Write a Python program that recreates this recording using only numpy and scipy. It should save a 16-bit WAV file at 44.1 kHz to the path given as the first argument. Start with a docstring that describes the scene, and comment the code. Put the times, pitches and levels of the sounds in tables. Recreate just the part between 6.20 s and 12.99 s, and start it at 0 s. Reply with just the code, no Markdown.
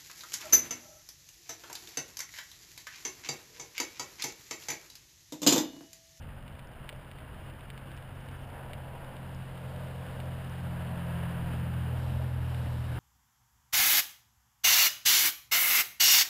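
"""A motorised bike rolls along a gravel trail, heard from on board. At first wind rumbles over a quiet
engine, and the tyres hiss and flick stones at the frame. Near 2 s comes a short run of light ticks.
From about 2.3 s the tyres drum and roar over stretches of coarse gravel. The engine takes load: its low
drone swells until about 6 s and sags in pitch, while the rush of air grows. All along, the recorder
holds each sample at a low rate, which mirrors the sound into a thin fizz in the treble."""
import sys
import numpy as np
from scipy import signal
from scipy.fft import rfft, irfft, next_fast_len
from scipy.io import wavfile

SR = 44100
rng = np.random.default_rng(int(sys.argv[2]) if len(sys.argv) > 2 else 0)


def master(y):
    """Save y as 16-bit WAV."""
    cut = np.clip(np.atleast_2d(y).T, -1, 1)
    pcm = np.round(cut * 32767)  # scale
    wavfile.write(sys.argv[1], SR, pcm.astype(np.int16))


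N = 299439


# Engine speed. Each row: time in seconds, firings per second.
FIRING_RATE = [(0.0, 45.0), (3.6, 43.7), (4.45, 43.1), (5.0, 42.5), (5.7, 41.4), (5.83, 42.3), (6.2, 41.7),
               (6.55, 40.7), (6.79, 40.6)]
# The drone swells as the engine takes load. Each row: time in seconds, level in dB.
ENGINE_LOAD = [(0, -53), (0.17, -50.5), (0.4, -54.5), (1.55, -50), (2.6, -47), (2.88, -48), (3.1, -45),
               (4.05, -41.5), (4.45, -40), (5.4, -36), (5.9, -34), (6.55, -35.5), (6.79, -36.5)]
# The drone's tones. Each row: multiple of the firing rate, dB above FULL_LOAD_DB, dB gained per dB of load.
ENGINE_TONES = [(1, -28, -0.5), (2, -2.5, 1.14), (3, 0.3, 1.02), (5, -21, 1.1), (6, -36, 0),
                (7, -26.5, .95)]
# The fourth tone booms, then drops out as the engine picks up. Each row: time in seconds, level in dB.
FOURTH_TONE_LEVEL = [(0, -74), (3.15, -58), (3.4, -51), (4.2, -48.5), (4.5, -42.5), (5.0, -38), (5.68, -43),
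                     (5.98, -71), (6.45, -48.5), (6.79, -54)]
# Dull noise under the drone. Each row: pitch in Hz, relative level in dB.
BUFFET_SPECTRUM = [(40, -27), (70, 2), (110, 1.5), (150, -3), (210, -2), (270, -11), (400, -29.5)]
FULL_LOAD_DB, BUFFET_DB = -36.5, -45.5
SURGE_EVERY_S, SURGE_CREST_S, SURGE_DB = 0.473, 3.095, 2

def engine():
    """A muffled exhaust drones at multiples of the firing rate, over dull buffeting that grows with it."""
    firing_hz, = in_time(FIRING_RATE)
    surge = np.cos(2 * np.pi * (np.arange(N) / SR - SURGE_CREST_S) / SURGE_EVERY_S)
    load_db = in_time(ENGINE_LOAD)[0] - FULL_LOAD_DB
    load_db += SURGE_DB * surge * (1 - np.minimum(from_db(load_db), 1))   # steadier under load
    phase = 2 * np.pi * np.cumsum(firing_hz * (1 + 0.0032 * drift(7.7))) / SR
    tones = [(round(k), FULL_LOAD_DB + db + follows * load_db) for k, db, follows in ENGINE_TONES]
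    tones.append((4, in_time(FOURTH_TONE_LEVEL)[0]))
    drone = 0
    for multiple, db in tones:
        waver = from_db(0.21 * drift(8))
        smear = 2 * np.pi * multiple ** 2 / 5   # the silencer delays each tone, smoothing the throb
        drone += np.sqrt(2) * from_db(db) * waver * np.sin(multiple * phase + smear)
    buffet = turbulence(BUFFET_SPECTRUM, flutter_db=2, flutter_hz=5.8)
    return drone + from_db(BUFFET_DB + 0.63 * load_db) * buffet


# The wind's low rumble, broad rush and thin hiss. Each row: pitch in Hz, relative level in dB.
RUMBLE_SPECTRUM = [(15, 4), (30, -7), (60, 0), (100, -4.5), (160, -6), (230, -17.5), (400, -31)]
RUSH_SPECTRUM = [(250, 5.5), (500, 3.5), (900, 3), (1200, 2), (1650, 3), (2000, -3), (2400, -5),
                 (2900, -1.5), (3400, -9.5), (4200, -21), (5000, -18), (5700, -31.5), (6500, -75)]
HISS_SPECTRUM = [(3000, 4.5), (3800, 9), (4900, -6), (6000, -10), (7200, 3)]
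# How loud each of the three is. Each row: time in seconds, level in dB.
RUMBLE_LEVEL = [(0, -46), (0.9, -51), (1.75, -47.5), (2.15, -48.5), (2.4, -50), (4.4, -52), (5.4, -42),
                (5.9, -47), (6.2, -47), (6.79, -47.5)]
RUSH_LEVEL = [(0, -55.5), (0.9, -53.5), (2.9, -51.5), (3.25, -52), (3.9, -50), (4.4, -49.5), (5.0, -46),
              (5.8, -48), (6.15, -51.5), (6.4, -47), (6.62, -51.5), (6.79, -45)]
HISS_LEVEL = [(0, -88), (3.1, -72), (3.5, -66.5), (5.7, -67.5), (5.82, -61), (6.15, -66.5), (6.38, -61),
              (6.79, -62)]

def wind(air_db):
    """Swirls of air thump on the camera housing while the airstream rushes and hisses past."""
    rumble = from_db(in_time(RUMBLE_LEVEL)[0]) * turbulence(RUMBLE_SPECTRUM, flutter_db=2, flutter_hz=8.5)
    rush = from_db(air_db) * turbulence(RUSH_SPECTRUM, flutter_db=1, flutter_hz=25)
    hiss = from_db(in_time(HISS_LEVEL)[0]) * turbulence(HISS_SPECTRUM, flutter_db=0.5, flutter_hz=40)
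    return rumble + rush + hiss


# The tyres' hollow drumming and the gravel's roar. Each row: pitch in Hz, relative level in dB.
DRUM_SPECTRUM = [(380, -20), (460, -5.5), (530, 0.5), (580, -4), (632, 2.5), (690, -15.5), (780, -13.5)]
ROAR_SPECTRUM = [(250, -1), (400, -14), (600, -2), (720, 3), (830, 2.5), (970, 2.5), (1120, -10.5),
                 (1600, -9.5), (2500, -23)]
# Coarse gravel. Each row: start in seconds, length in seconds, drum level in dB, roar level in dB.
COARSE_STRETCHES = [(2.33, 0.6, -54, -52), (3.427, 0.62, -50.5, -54.5), (4.494, 0.69, -53, -51),
                    (5.76, 0.25, -49.5, -52.5), (6.33, 0.13, -55.5, -51.5)]
ROLL_ON_S, ROLL_OFF_S = 0.13, 0.21
SMOOTH_TRAIL_DB, STRONG_AIR_DB = -57, -48.5

def tyres(air_db):
    """Countless small touches of gravel merge into a roar and set the hollow tyres drumming."""
    pace_db = 0.81 * (air_db - STRONG_AIR_DB)   # on smooth trail the tyres rise and fall with the air
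    drum_gain = roar_gain = from_db(SMOOTH_TRAIL_DB + pace_db)
    for start, length, drum_db, roar_db in COARSE_STRETCHES:
        end = start + length
        on_coarse, = in_time([(start - ROLL_ON_S, 0), (start, 1), (end, 1), (end + ROLL_OFF_S, 0)])
        drum_gain = drum_gain + on_coarse * (from_db(drum_db) - drum_gain)
        roar_gain = roar_gain + on_coarse * (from_db(roar_db) - roar_gain)
    drum = drum_gain * colour(grains(per_s=4000, spread_db=2), DRUM_SPECTRUM)
    roar = roar_gain * colour(grains(per_s=5000, spread_db=2), ROAR_SPECTRUM)
    return (drum + roar) * from_db(0.1 * drift(21))


# The larger stones. Each row: time in seconds, relative strength in dB.
STONE_HITS = [(0.2794, -43.5), (0.393, -42), (0.6915, -29.5), (0.727, -43), (0.9144, -40.5), (1.4086, -45),
              (1.5023, -36), (1.5773, -40.5), (1.717, -44.5), (1.7755, -43.5), (2.0872, -42.5),
              (2.5336, -34.5), (2.9672, -42), (4.0021, -37), (6.346, -39.5)]
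# One stone's quick bounces. Each row: seconds after the first touch, relative strength in dB.
STONE_BOUNCES = [(0, 2), (.0019, -19), (.0036, -7), (.0062, -8)]
# The frame's ringing. Each row: pitch in Hz, relative level in dB, seconds to fade by 60 dB.
FRAME_TONES = [(1650, -15, 0.011), (2094, -7.5, 0.012), (2410, 4, 0.0067), (2916, 2.5, 0.013),
               (3470, 1.5, 0.0046), (4450, -2, 0.003)]

def stones():
    """Flung stones, a few large and many tiny, tick on the frame and skitter briefly."""
    hits = strikes(STONE_HITS) + from_db(-82) * grains(per_s=130, spread_db=3.5)
    skitter = signal.fftconvolve(hits, strikes(STONE_BOUNCES)[:SR // 20])[:N]
    low_cut = signal.butter(2, 1400, "high", fs=SR, output="sos")   # the ticks carry nothing below about 1.4 kHz
    return from_db(-8) * signal.sosfilt(low_cut, struck(skitter, FRAME_TONES))


# Jolts from the trail. Each row: time in seconds, relative strength in dB.
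BUMP_HITS = [(0.7276, -35), (0.7304, -50), (2.5103, -39)]
# The mount's ringing. Each row: pitch in Hz, relative level in dB, seconds to fade by 60 dB.
MOUNT_TONES = [(590, -3.5, 0.046), (1000, -21, .006), (1600, -25, .003)]

def bumps():
    """Bumps jolt the camera mount, which rings with a short knock."""
    return struck(strikes(BUMP_HITS), MOUNT_TONES)


# The louder snaps of grit. Each row: time in seconds, relative strength in dB.
GRIT_SNAPS = [(0.4723, -61), (3.1477, -56), (4.2971, -58)]

def grit():
    """Grit snaps under the tread, each snap a tiny high ping."""
    snaps = strikes(GRIT_SNAPS) + from_db(-106) * grains(per_s=39, spread_db=3.5)
    return from_db(9) * ring(snaps, hz=5170, fade_s=0.0078)


def freewheel(start_s=1.953, every_s=0.0533, count=7):
    """A run of light, even ticks, as from a freewheel; each rings briefly at one high pitch."""
    times = start_s + every_s * np.arange(count)
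    levels_db = -65 + 1.5 * rng.standard_normal(count)
    return ring(strikes(np.transpose([times, levels_db])), hz=5550, fade_s=0.026)


def from_db(db):
    """Turn decibels into a gain to multiply by."""
    return 10 ** (np.asarray(db) / 20)


def rms_one(x):
    """Scale a signal so that its average power is 1."""
    return x / np.sqrt(np.mean(x ** 2) + 1e-20)


def in_time(rows):
    """Join rows of (seconds, values) with straight lines, giving one curve per value column."""
    times, *columns = np.transpose(rows)
    return [np.interp(np.arange(N) / SR, times, column) for column in columns]


def drift(hz):
    """A smooth random wander of about 1 either way; a higher hz makes it quicker."""
    stride, settle = 40, 2000
    pole = np.exp(-2 * np.pi * hz * stride / SR)
    noise = rng.standard_normal(N // stride + settle + 2)
    slow = signal.lfilter([1], [1, -2 * pole, pole * pole], noise)[settle:]
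    return np.interp(np.arange(N) / stride, np.arange(len(slow)), rms_one(slow))


def colour(x, spectrum):
    """Shape x with a spectrum that falls 24 dB per octave beyond its ends; average power 1."""
    hz, db = np.transpose(spectrum)
    octave = np.log2(np.arange(N + 1) * SR / (2 * N) + 1e-3)
    beyond = np.abs(octave - np.clip(octave, np.log2(hz[0]), np.log2(hz[-1])))
    gain = from_db(np.interp(octave, np.log2(hz), db) - 24 * beyond)
    size = next_fast_len(N, True)
    gain = np.interp(np.linspace(0, 1, size // 2 + 1), np.linspace(0, 1, N + 1), gain)
    return rms_one(irfft(rfft(x, size) * gain, size)[:N])


def turbulence(spectrum, flutter_db, flutter_hz):
    """Shaped noise whose level flutters at random."""
    return colour(rng.standard_normal(N), spectrum) * from_db(flutter_db * drift(flutter_hz))


def grains(per_s, spread_db):
    """Random clicks, many small and a few large; average power 1."""
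    sizes = from_db(spread_db * np.minimum(rng.exponential(1, N), 5))
    signs = rng.choice([-1, 1], N)
    return rms_one(sizes * signs * (rng.random(N) < per_s / SR))


def strikes(events):
    """One click for each row of (seconds, dB)."""
    times, db = np.transpose(events)
    clicks = np.zeros(N)
    clicks[np.round(times * SR).astype(int)] = from_db(db)
    return clicks


def ring(clicks, hz, fade_s):
    """Each click starts a pure tone that dies away by 60 dB in fade_s."""
    decay, turn = from_db(-60 / (fade_s * SR)), 2 * np.pi * hz / SR
    return signal.lfilter([0, np.sin(turn)], [1, -2 * decay * np.cos(turn), decay ** 2], clicks + 1e-18)


def struck(clicks, tones):
    """A blow rings all of a body's tones at once; a steep cut above about 4.4 kHz dulls the treble."""
    ringing = sum(from_db(db) * ring(clicks, hz, fade_s) for hz, db, fade_s in tones)
    return signal.sosfilt(signal.butter(6, 4400, fs=SR, output="sos"), ringing)


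def scene():
    """Engine, wind and gravel as heard from the bike, in one channel."""
    air_db, = in_time(RUSH_LEVEL)
    return (engine() + wind(air_db) + tyres(air_db) + stones() + bumps() + grit() + freewheel())[None]


# The recorder's clock. Each row: time in seconds, samples per second.
CLOCK_RATE = [(0, 12000), (5.77, 12000), (5.78, 12375), (6.79, 12375)]

def sample_and_hold(x, oversample=8):
    """Each sample is held until the next clock tick; the steps mirror the sound around the clock rate."""
    fine = signal.resample_poly(x, oversample, 1)
    clock_hz = np.repeat(in_time(CLOCK_RATE)[0], oversample)
    tick_count = np.floor(np.cumsum(clock_hz) / (oversample * SR))
    is_tick = np.diff(tick_count, prepend=0) > 0
    last_tick = np.maximum.accumulate(np.arange(len(fine)) * is_tick)
    return signal.resample_poly(fine[last_tick], 1, oversample)


def record(dry):
    """The recorder turns the sound into steps, then steeply cuts the highest treble."""
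    treble_cut = signal.ellip(14, 0.1, 90, 15270, fs=SR, output="sos")
    return signal.sosfilt(treble_cut, sample_and_hold(dry[0]))[None]


dry = scene()
out = record(dry)
master(out)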